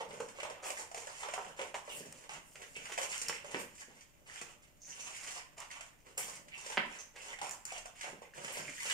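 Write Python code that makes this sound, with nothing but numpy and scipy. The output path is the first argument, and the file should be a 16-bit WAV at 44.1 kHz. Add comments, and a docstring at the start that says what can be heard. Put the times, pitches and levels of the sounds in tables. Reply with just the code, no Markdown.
"""Scissors cut round a shape in stiff paper, held over a table in a small, quiet room.
From the start, parting fibres crackle, the sliding sheet hisses and booms, and fingers rumble on it.
Within a second the paper snaps, hand and sheet knock dully, the blades tick and cut edges fizz.
From about 2 s a blade rasps along the edge now and then; near 5 s and 7 s the steel squeaks faintly.
The cutting goes on to the end, near 9 s. Two microphones hear it all, with the room's echo."""
import sys
import numpy as np
from scipy import signal
from scipy.fft import rfft, irfft
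from scipy.io import wavfile

SR = 44100
rng = np.random.default_rng(int(sys.argv[2]) if len(sys.argv) > 2 else 0)


def unload_audio(sound):
    """Save the sound as a 16-bit wav file, at the path given as the first command line argument."""
    columns = np.transpose(np.atleast_2d(sound))
    # keep every value between -1 and 1, then stretch to whole-number steps
    steps = np.round(np.clip(columns, -1, 1) * 32767)
    wavfile.write(sys.argv[1], SR, steps.astype(np.int16))


N = 393813
TIME = np.arange(N) / SR

# Levels are relative: each sound adds its own gain. A swell is the level change from start to end.
# blade strokes and sheet turns: t/s, length/s, swell/dB, crackle/dB, hiss/dB, boom/dB, boom f/Hz
STROKES = [(0.0, 0.056, -25.5, -53.5, -60, -48, 590), (0.082, 0.23, -8.5, -60.5, -61, -56, 520),
           (0.346, 0.11, -4, -57, -58.5, -52, 577), (0.43, 0.26, -8, -61.5, -82, -56.5, 640),
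           (0.624, 0.064, 1, -47, -48, -44.5, 615), (0.744, 0.078, -5, -52, -48.5, -52, 695),
           (0.943, 0.29, 2, -58, -53, -56.5, 745), (1.219, 0.18, -10.5, -53, -55.5, -48.5, 805),
           (1.378, 0.14, -6, -60.5, -59, -55.5, 610), (1.562, 0.11, -7.5, -58, -56.5, -50.5, 530),
           (1.746, 0.03, -14, -53, -50, -48, 730), (1.847, 0.15, 7, -59.5, -54, -58, 550),
           (1.994, 0.26, 1.5, -62.5, -61.5, -62, 526), (2.291, 0.072, 3, -51.5, -55, -51, 785),
           (2.443, .31, 7, -79, -65, -76, 545), (2.545, 0.1, 5, -59, -65, -61, 533),
           (2.76, 0.18, 2.5, -54.5, -56, -56.5, 670), (2.967, 0.063, 10, -49, -48, -48, 660),
           (3.091, 0.099, -6, -48.5, -44.5, -56.5, 720), (3.216, 0.13, 2, -52.5, -51, -62, 586),
           (3.437, 0.17, 7, -54.5, -54, -52, 523), (3.65, 0.12, 14, -71, -67, -85, 520),
           (3.776, 0.035, 5.5, -54.5, -53, -65, 700), (3.888, 0.12, 2, -63, -65.5, -68, 587),
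           (4.258, 0.13, 7.5, -54.5, -55.5, -63, 675), (4.398, 0.12, -2, -61, -64, -65.5, 800),
           (4.616, 0.019, 1, -63, -64, -96, 494), (4.868, 0.51, 6.5, -56, -52.5, -60.5, 730),
           (5.359, 0.06, -24.5, -54.5, -69, -57, 760), (5.565, 0.09, -7, -56, -56.5, -56.5, 890),
           (5.701, 0.17, -14.5, -60.5, -60.5, -61.5, 890), (6.042, 0.082, -4, -66.5, -69, -64.5, 563),
           (6.17, .2, -11, -56, -50.5, -56.5, 688), (6.535, 0.2, 10.5, -56.5, -53.5, -57.5, 760),
           (6.85, 0.16, 6.5, -57, -58, -60, 614), (7.14, 0.13, 15.5, -58.5, -57.5, -55.5, 575),
           (7.274, 0.053, 2, -52, -54, -55, 670), (7.424, 0.12, -13, -56.5, -54.5, -53.5, 770),
           (7.664, 0.12, 1, -55, -53.5, -59, 760), (7.851, 0.028, -3, -58, -61, -54, 706),
           (7.948, 0.096, 6, -56, -57, -64, 750), (8.027, 0.076, 5.5, -58.5, -55.5, -54.5, 625),
           (8.213, 0.023, -2, -59, -61.5, -55, 536), (8.332, 0.26, 8.5, -53, -52, -56, 537),
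           (8.597, 0.21, 4, -53.5, -52.5, -73, 510), (8.793, 0.14, 12, -44.5, -45, -57.5, 646)]
# the fingers change their grip: t/s, length/s, level/dB
GRIPS = [(0.0, 0.22, -60), (1.384, .27, -69), (1.925, .16, -59.5), (2.3, 0.086, -65.5), (2.742, 0.094, -61),
         (3.213, 0.089, -55.5), (3.475, 0.098, -54), (3.854, 0.071, -65.5), (4.396, 0.039, -76),
         (6.18, 0.29, -67.5), (6.786, .12, -71), (7.31, 0.21, -76), (8.037, 0.16, -67.5),
         (8.356, 0.15, -63), (8.553, 0.14, -55.5), (8.76, .18, -68)]
# the sheet snaps under the blades or buckles: t/s, crack/dB, pop/dB, pop f/Hz, treble/dB
SNAPS = [(0.1062, -35.5, -47, 497, -59), (0.2016, -34, -30, 488, -46.5), (0.2849, -47, -52, 450, -52),
         (0.385, -42, -42, 530, -66), (0.4, -28.5, -49, 646, -47.5), (0.4299, -29.5, -36.5, 575, -44),
         (0.4983, -34.5, -43.5, 603, -48.5), (0.7028, -32, -40, 610, -39), (0.9136, -43, -46.5, 680, -51),
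         (0.9441, -35.5, -41, 710, -43.5), (0.9751, -35.5, -45.5, 460, -45.5),
         (1.0697, -39, -45.5, 587, -47.5), (1.2304, -34, -39, 853, -52), (1.2852, -31.5, -44, 550, -52),
         (1.3365, -27, -35.5, 672, -40), (1.5918, -29.5, -34.5, 538, -55), (1.6137, -27.5, -40, 508, -47),
         (1.7419, -28, -37.5, 617, -48.5), (1.8784, -47, -42.5, 585, -71), (2.292, -33, -44, 820, -49.5),
         (2.3351, -39, -52, 685, -51), (2.5551, -37.5, -56.5, 546, -53.5), (2.618, -39, -54, 430, -52),
         (2.7632, -38, -50.5, 410, -49), (2.8534, -33, -76, 432, -48), (2.9186, -33.5, -51, 420, -46.5),
         (2.9769, -24, -35.5, 717, -40.5), (2.9849, -27.5, -37.5, 555, -41), (3.014, -30, -41, 520, -40),
         (3.0294, -26.5, -46, 573, -37), (3.1251, -28.5, -54, 834, -44), (3.215, -32.5, -50, 460, -34.5),
         (3.2964, -39, -65, 490, -42), (3.4434, -50, -48.5, 573, -54), (4.413, -36.5, -49.5, 684, -42.5),
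         (5.2815, -34, -63, 457, -60), (5.5787, -40, -50, 650, -48.5), (5.7111, -33.5, -61, 660, -51),
         (5.8077, -33.5, -55, 657, -46.5), (6.1788, -27.5, -46, 530, -59), (6.483, -41, -64, 580, -57),
         (6.6621, -35, -47.5, 505, -43), (7.1604, -41, -56.5, 495, -54.5), (7.3873, -34.5, -52, 800, -53.5),
         (7.414, -28, -35.5, 823, -42), (7.442, -36, -42, 780, -51), (7.7204, -36, -39.5, 687, -43),
         (7.778, -44, -49.5, 655, -45), (7.8555, -40.5, -45, 700, -48), (8.0101, -30.5, -71, 660, -43.5),
         (8.03, -29, -74, 581, -49), (8.3784, -38, -44.5, 625, -69), (8.4461, -30.5, -59, 583, -45),
         (8.5686, -30, -52, 560, -44)]
# dull knocks of hand and sheet: t/s, clap/dB, thump/dB
KNOCKS = [(0.135, -54, -55), (2.004, -53, -48.5), (3.296, -20.5, -48.5), (3.545, -19.5, -41.5),
          (3.589, -31, -48), (3.882, -58, -58), (4.414, -31.5, -52.5), (6.7722, -14.5, -37.5),
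          (6.777, -11, -47), (8.13, -42, -49.5)]
# the blades tick against each other: t/s, level/dB, f/Hz, share sent into the room/dB
TICKS = [(0.399, -50, 7500, -6), (2.1243, -38, 8100, -9), (3.1784, -27.5, 6840, -10),
         (3.2833, -20, 5500, -0.5), (5.6026, -33, 7100, -16), (6.1775, -24.5, 7500, 0),
         (7.493, -30, 7160, -13), (7.5094, -27.5, 7240, 2), (7.6525, -23.5, 7100, -4),
         (8.8307, -29, 8100, -9)]
# quick slides along a cut edge: t/s, length/s, swell/dB, level/dB
EDGE_SLIDES = [(0.65, 0.065, -8, -51.5), (1.9, 0.072, 8, -56), (2.42, .55, -3, -70.5),
               (2.975, 0.069, -6, -57), (3.04, .25, 0, -72), (3.585, 0.021, -8, -51.5),
               (6.176, 0.022, -15, -40), (6.21, 0.088, -13, -59), (8.52, 0.06, -4, -55),
               (8.74, 0.22, 6, -59)]
# a blade rasps along the cut edge: t/s, length/s, swell/dB, level/dB, f/Hz
RASPS = [(1.867, 0.11, -4, -44.5, 2800), (2.752, 0.11, -21, -48.5, 2490), (3.333, 0.038, 7, -43, 2680),
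         (4.89, 0.28, 2, -48, 2700), (6.512, 0.2, -16, -48, 2400), (8.222, .05, -8, -50.5, 2100)]
# steel rubs on steel: t/s, length/s, swell/dB, level/dB
SQUEAKS = [(4.80, 0.11, 14, -53), (4.99, 0.057, -3, -47.5), (6.975, 0.03, -2, -48)]

# tone of parting fibres: f/Hz, level/dB
CRACKLE_TONE = [(400, -34), (800, -11.5), (1400, -3.5), (2000, 1), (3000, -0.5), (3800, -11), (5500, -15.5),
                (9000, -36)]
# tone of sliding paper: f/Hz, level/dB
HISS_TONE = [(1500, -21), (3800, -14.5), (5200, -4.5), (6400, 0), (7300, 3), (8100, 0), (8900, -3),
             (10000, -12), (11000, -17.5), (15000, -28)]
# tone of the bending sheet: f/Hz, level/dB
BOOM_TONE = [(150, -21.5), (300, -10.5), (420, -1.5), (520, 1), (700, -4), (1000, 3), (1400, 2.5),
             (2500, -7)]
# tone of fingers on the sheet: f/Hz, level/dB
RUMBLE_TONE = [(50, -49.5), (120, -0.5), (250, -2), (380, -8), (600, 1), (1500, -57)]
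# tone of the background noise: f/Hz, level/dB
AIR_TONE = [(12, -49), (20, 6), (32, -11.5), (134, -14.5), (204, -21.5), (293, -18), (434, -27.5),
            (849, -25.5), (1860, -35.5), (2990, -33.5), (3950, -42), (7110, -59), (9950, -38.5),
            (14700, -34), (16000, -39)]
# tone of a knock's soft thump: f/Hz, level/dB
THUMP_TONE = [(20, -60), (50, -42), (115, -14.5), (185, -1), (300, -3), (490, 5.5), (750, -18), (2000, -38)]
# tone of a knock's papery clap: f/Hz, level/dB
CLAP_TONE = [(50, -55), (200, 1.5), (550, 2), (1000, 5.5), (1400, 5), (2000, 9.5), (3200, 2), (3900, -9.5),
             (4900, -9), (6500, -33), (12000, -48)]
# tone of a sliding cut edge: f/Hz, level/dB
FIZZ_TONE = [(5000, -35), (8000, 6), (9500, 0), (10800, -7), (12500, -5), (15000, -14), (16000, -12)]
# how long the room echoes: f/Hz, time to fade by 60 dB/s
ECHO_TIMES = [(120, 0.66), (500, 0.36), (1000, 0.49), (2500, 0.46), (7000, 0.32), (14000, 0.41)]
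# how the two microphones differ: f/Hz, left minus right/dB
MIC_BALANCE = [(55, 5), (130, 0.5), (300, -2.5), (800, -3.5), (1150, -3.5), (1500, 0), (2100, -5),
               (2750, -6.5), (3800, 0), (4600, -2), (5600, -1.5), (7300, -11.5), (8700, 12), (10500, 6.5),
               (14000, -1)]

REST_DB = [-76.5, -75.5, -81.5]  # the held sheet is never quite still: crackle, hiss, boom
ATTACK_S, RELEASE_S = 0.0048, 0.016  # how fast a hand movement takes hold and lets go
MIC_DELAY_S = 0.000411  # time sound takes from one microphone to the other


def amp(db):
    """Turns decibels into a gain to multiply by."""
    return 10 ** (np.asarray(db) / 20)


def unit(x):
    """Scales a signal to an average strength (rms) of 1."""
    return x / np.sqrt(np.mean(x ** 2) + 1e-20)


def look_up(table, hz):
    """Reads between a table's rows on a log-frequency axis."""
    f, value = np.transpose(table)
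    return np.interp(np.log(hz + 1), np.log(f), value)


def add(mix, start_s, sound):
    """Mixes a sound in at the given time."""
    part = mix[max(round(start_s * SR), 0):][:len(sound)]
    part += sound[:len(part)]


def colour(x, tone, size=2048):
    """Gives a sound a tone, with a filter that never rings ahead of the sound."""
    log_gain = np.log(amp(look_up(tone, abs(np.fft.fftfreq(size, 1 / SR)))))
    kernel = np.fft.ifft(np.exp(np.conj(signal.hilbert(log_gain)))).real
    return signal.oaconvolve(x, kernel[:size // 2])[:len(x)]


def resonate(x, hz, width_hz):
    """Makes a sound ring at a steady or moving pitch; a narrower width rings longer."""
    turn = np.exp(2j * np.pi * np.cumsum(hz * np.ones(len(x))) / SR)
    decay = np.exp(-np.pi * width_hz / SR)
    return 2 * (turn * signal.lfilter([1 - decay], [1, -decay], x / turn + 1e-18)).real


def grains(per_s, spread_db, clump_db, clump_s):
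    """Tiny random breaks: clicks that grow louder and softer in clumps."""
    size = amp(spread_db * np.minimum(rng.exponential(1, N), 4))
    clicks = size * rng.choice([-1, 1], N) * (rng.random(N) < per_s / SR)
    clumps = np.interp(TIME / clump_s, np.arange(N), np.clip(rng.standard_normal(N), -2, 2))
    return unit(clicks * amp(clump_db * clumps))


def burst(decay_s, rise_s, size=4096):
    """A quick run of tiny breaks that swells and dies, nearly as strong at every pitch."""
    t = np.arange(size) / SR
    age = t / decay_s
    shape = np.exp(-age) * (1 - np.exp(-t / rise_s))
    spectrum = rfft(rng.standard_normal(size) * shape)
    return irfft(spectrum / (abs(spectrum) + 1e-12)) * np.exp(-age / 10)


def movement(length_s, swell_db):
    """Gain of one movement: it takes hold, grows or eases, and dies away."""
    t = np.arange(0, length_s + 10 * RELEASE_S, 1 / SR)
    held = amp(swell_db * (np.minimum(t / length_s, 1) - .5))
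    return (1 - np.exp(-t / ATTACK_S)) * held * np.exp(-np.maximum(t - length_s, 0) / RELEASE_S)


def gain_of(rows):
    """Gain over time of a list of movements; where they overlap, their powers add."""
    power = np.zeros(N)
    for start_s, length_s, swell_db, level_db in rows:
        add(power, start_s, (amp(level_db) * movement(length_s, swell_db)) ** 2)
    return np.sqrt(power)


def pitch_of(rows, rest_hz):
    """Each movement pulls the paper to its own pitch (last column) while it lasts."""
    weight, total = np.zeros((2, N))
    for start_s, length_s, *_, hz in rows:
        pull = movement(length_s, 0)
        add(weight, start_s, pull)
        add(total, start_s, pull * hz)
    return (total + .01 * rest_hz) / (weight + .01)


def stroke_gains():
    """Gains of crackle, hiss and boom: the strokes on top of the held sheet's faint stir."""
    rows = np.array(STROKES)
    return [np.hypot(gain_of(np.c_[rows[:, :3], level_db]), amp(rest_db))
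            for level_db, rest_db in zip(rows[:, 3:6].T, REST_DB)]


def catches(per_s=30, height=2.67, decay_s=0.0053):
    """The paper catches and gives at random: a gain with small surges."""
    gives = (rng.random(N) < per_s / SR) * rng.random(N)
    surges = signal.lfilter([1], [1, -np.exp(-1 / (decay_s * SR))], gives)
    return unit(1 + height * surges)


def cutting(crackle_gain, hiss_gain, boom_gain):
    """Fibres part and crackle, paper hisses along the blades, and the sheet's tension tunes its boom."""
    breaks = grains(per_s=800, spread_db=0, clump_db=3, clump_s=0.0051)
    crackle = unit(colour(breaks, CRACKLE_TONE)) * crackle_gain * amp(1.7)
    sliding = grains(per_s=1600, spread_db=4, clump_db=1.5, clump_s=0.005)
    hiss = unit(colour(sliding, HISS_TONE)) * hiss_gain * amp(3.5)
    pitch = pitch_of(STROKES, rest_hz=614)
    bending = colour(grains(per_s=400, spread_db=1.5, clump_db=4.5, clump_s=0.015), BOOM_TONE)
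    boom = unit(resonate(resonate(bending, pitch, 450), pitch, 1160)) * boom_gain * amp(0.5)
    return catches() * (crackle + hiss + boom)


def crinkles(crackle_gain, hiss_gain, rise_cycles=1.52, pitches=24, per_pitch=28):
    """Small creases give way one by one, each ringing briefly at its own pitch."""
    out, t = np.zeros(N), np.arange(400) / SR
    times = rng.uniform(0, N / SR, (pitches, per_pitch))
    sizes_db = 4.75 * np.minimum(rng.exponential(1, times.shape), 3)
    for hz, starts, row_db in zip(np.geomspace(1600, 9500, pitches), times, sizes_db):
        age = t * hz / rise_cycles
        ring = age * np.exp(1 - age) * np.sin(2 * np.pi * hz * t)
        gain, tone = (crackle_gain, CRACKLE_TONE) if hz < 4000 else (hiss_gain, HISS_TONE)
        for start_s, size_db in zip(starts, row_db):
            add(out, start_s, ring * gain[int(start_s * SR)] * amp(look_up(tone, hz) + size_db + 7.5))
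    return out


def finger_rumble(hold_db=-75):
    """Fingers rumble on the sheet: faintly as they hold it, more as they change grip."""
    rub = grains(per_s=300, spread_db=5, clump_db=-3.5, clump_s=0.012)
    grip = gain_of((start_s, length_s, 0, db) for start_s, length_s, db in GRIPS)
    return unit(colour(rub, RUMBLE_TONE)) * np.hypot(grip, amp(hold_db)) * amp(1.5)


def from_all_sides(pair):
    """Spectra of sound from all around: the microphones share the bass and differ in the treble."""
    hz, t, (left, other) = signal.stft(pair, SR, nperseg=512)
    shared = np.sinc(2 * hz * MIC_DELAY_S)[:, None] * 0.89
    right = shared * left + np.sqrt(1 - shared ** 2) * other
    return hz, t, np.array([left, right])


def air():
    """The still room and the microphones' own hiss."""
    _, _, spectra = from_all_sides(rng.standard_normal((2, N)))
    still_room = signal.istft(spectra, SR, nperseg=512)[1][:, :N]
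    mic_hiss = 4.8 * rng.standard_normal((2, N))
    return unit(np.array([colour(x, AIR_TONE, size=8192) for x in still_room + mic_hiss])) * amp(-67.3)


def pop(hz, rise_s=0.0026, sag=0.044):
    """The sheet springs over: a few cycles that swell, fade and sink in pitch as the tension goes."""
    age = np.arange(4096) / SR / rise_s
    pitch = hz * (1 + sag * np.exp(-age / 2))
    return age * np.exp(-age) * np.sin(2 * np.pi * np.cumsum(pitch) / SR)


def snaps(decay_s=0.0037, rise_s=0.0033):
    """The paper gives with a sharp crack, a hollow pop and a flutter at nearby pitches."""
    out = np.zeros(N)
    for start_s, crack_db, pop_db, hz, treble_db in SNAPS:
        jolt = colour(burst(decay_s, rise_s=0.0028), BOOM_TONE)
        flutter = resonate(resonate(jolt, hz, 550), hz, 1180)
        body = (0.75 * unit(pop(hz)) + 0.45 * unit(flutter)) * amp(pop_db - 9.5)
        crack = unit(colour(burst(decay_s, rise_s), CRACKLE_TONE)) * amp(crack_db - 21.5)
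        treble = unit(colour(burst(decay_s, rise_s), HISS_TONE)) * amp(treble_db - 7.5)
        add(out, start_s, body + crack + treble)
    return out


def knocks():
    """Hand and sheet knock: a soft thump under a tight papery clap."""
    out = np.zeros(N)
    for start_s, clap_db, thump_db in KNOCKS:
        thump = unit(colour(burst(decay_s=.002, rise_s=.0004), THUMP_TONE)) * amp(thump_db - 7.5)
        clap = unit(colour(burst(decay_s=.0014, rise_s=.0002), CLAP_TONE)) * amp(clap_db - 22)
        add(out, start_s, thump + clap)
    return out


def ticks():
    """Blades touch and the hand stops their ring at once; gives the direct sound and the room's share."""
    near, to_room = np.zeros((2, N))
    for start_s, level_db, hz, room_db in TICKS:
        strike = burst(decay_s=0.0015, rise_s=0.0037)
        ring = unit(resonate(strike, hz, 430))
        click = unit(colour(strike, HISS_TONE)) + 0.38 * unit(colour(strike, CRACKLE_TONE))
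        tick = ring + click + 0.033 * unit(strike)
        tick *= amp(level_db + 0.5) / abs(tick).max()
        add(near, start_s, tick)
        add(to_room, start_s, tick * amp(room_db))
    return near, to_room


def edge_fizz():
    """Cut edges fizz as they slide."""
    rub = grains(per_s=3200, spread_db=-1, clump_db=4, clump_s=0.0079)
    return unit(colour(rub, FIZZ_TONE)) * gain_of(EDGE_SLIDES) * amp(6)


def rasps():
    """The dragged edge sticks and slips, ringing the strip of paper beside the blade."""
    pitch = pitch_of(RASPS, rest_hz=2450)
    slips = grains(per_s=1300, spread_db=-2, clump_db=5.5, clump_s=0.013)
    strip = resonate(resonate(slips, pitch, 750), pitch, 810)
    return unit(strip) * gain_of(row[:4] for row in RASPS) * amp(-7)


def squeaks():
    """Slowly closing blades rub, and the steel sings a thin note on top of the scrape."""
    rub = grains(per_s=4400, spread_db=8.5, clump_db=2.5, clump_s=.01)
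    scrape = resonate(resonate(rub, 6000, 1900), 6800, 2500)
    note = resonate(scrape, hz=6250, width_hz=270)
    return (0.85 * unit(note) + 0.5 * unit(scrape)) * gain_of(SQUEAKS) * amp(2.5)


def direct_path(x):
    """The straight path loses a little treble, and some bass as the sheet's two faces cancel."""
    return colour(x, [(100, -2.8), (500, 0.069), (3000, -1.62), (12000, -3.6)])


def turn_taking(per_s, index, count):
    """One of several fades that take turns; their squares add up to one."""
    away = abs((TIME * per_s - index + count / 2) % count - count / 2)
    return np.cos(np.pi / 2 * np.minimum(away, 1))


def echo(early_boost=0.91, early_s=0.018):
    """Many reflections, strongest from the table and near walls; each pitch fades at its own speed."""
    t = np.arange(SR // 2) / SR
    bounces = rng.standard_normal((2, len(t))) * (rng.random((2, len(t))) < 5000 / SR)
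    strength = (t > .0025) * (1 + early_boost * np.exp(-t / early_s))
    hz, frame_s, spectra = from_all_sides(bounces * strength)
    fade = 1000 ** (-frame_s / look_up(ECHO_TIMES, hz)[:, None])
    tail = signal.istft(spectra * fade, SR, nperseg=512)[1]
    return tail / np.linalg.norm(tail[0])


def room(straight, to_room, count=5):
    """Several echoes and microphone lags quickly take turns, keeping the room sound smooth and wide."""
    out = np.zeros((2, N))
    for k, lag_s in enumerate(rng.permutation(np.linspace(-MIC_DELAY_S, MIC_DELAY_S, count))):
        near = straight * turn_taking(13, k, count) ** 2
        far = to_room * turn_taking(67, k, count)
        out += [near, np.interp(TIME - lag_s, TIME, near)]
        out += signal.oaconvolve(far[None], echo(), axes=1)[:, :N]
    return out


def scene():
    """Paper and steel in the room: part of each sound arrives straight, part as echo."""
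    crackle_gain, hiss_gain, boom_gain = stroke_gains()
    steady = cutting(crackle_gain, hiss_gain, boom_gain) + crinkles(crackle_gain, hiss_gain)
    steady += finger_rumble() + edge_fizz() + rasps() + squeaks()
    snap, knock = snaps(), knocks()
    tick_near, tick_to_room = ticks()
    straight = direct_path(0.75 * steady + 0.88 * snap + 0.65 * knock) + tick_near
    to_room = 0.76 * steady + 0.68 * snap + 0.61 * knock + tick_to_room
    return room(straight, to_room) + air()


def record(dry, top_hz=15700):
    """Each microphone has its own tone, and the highest treble is cut off."""
    hz, lean_db = np.transpose(MIC_BALANCE)
    shared_db = 10 * np.log10((amp(lean_db) + amp(-lean_db)) / 2)  # keeps the total power even
    mics = np.array([colour(x, np.c_[hz, side * lean_db / 2 - shared_db])
                     for x, side in zip(dry, (1, -1))])
    low_pass = signal.firwin(255, top_hz, window=("kaiser", 8), fs=SR)
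    return signal.oaconvolve(mics, low_pass[None], "same")


dry = scene()
out = record(dry)
unload_audio(out)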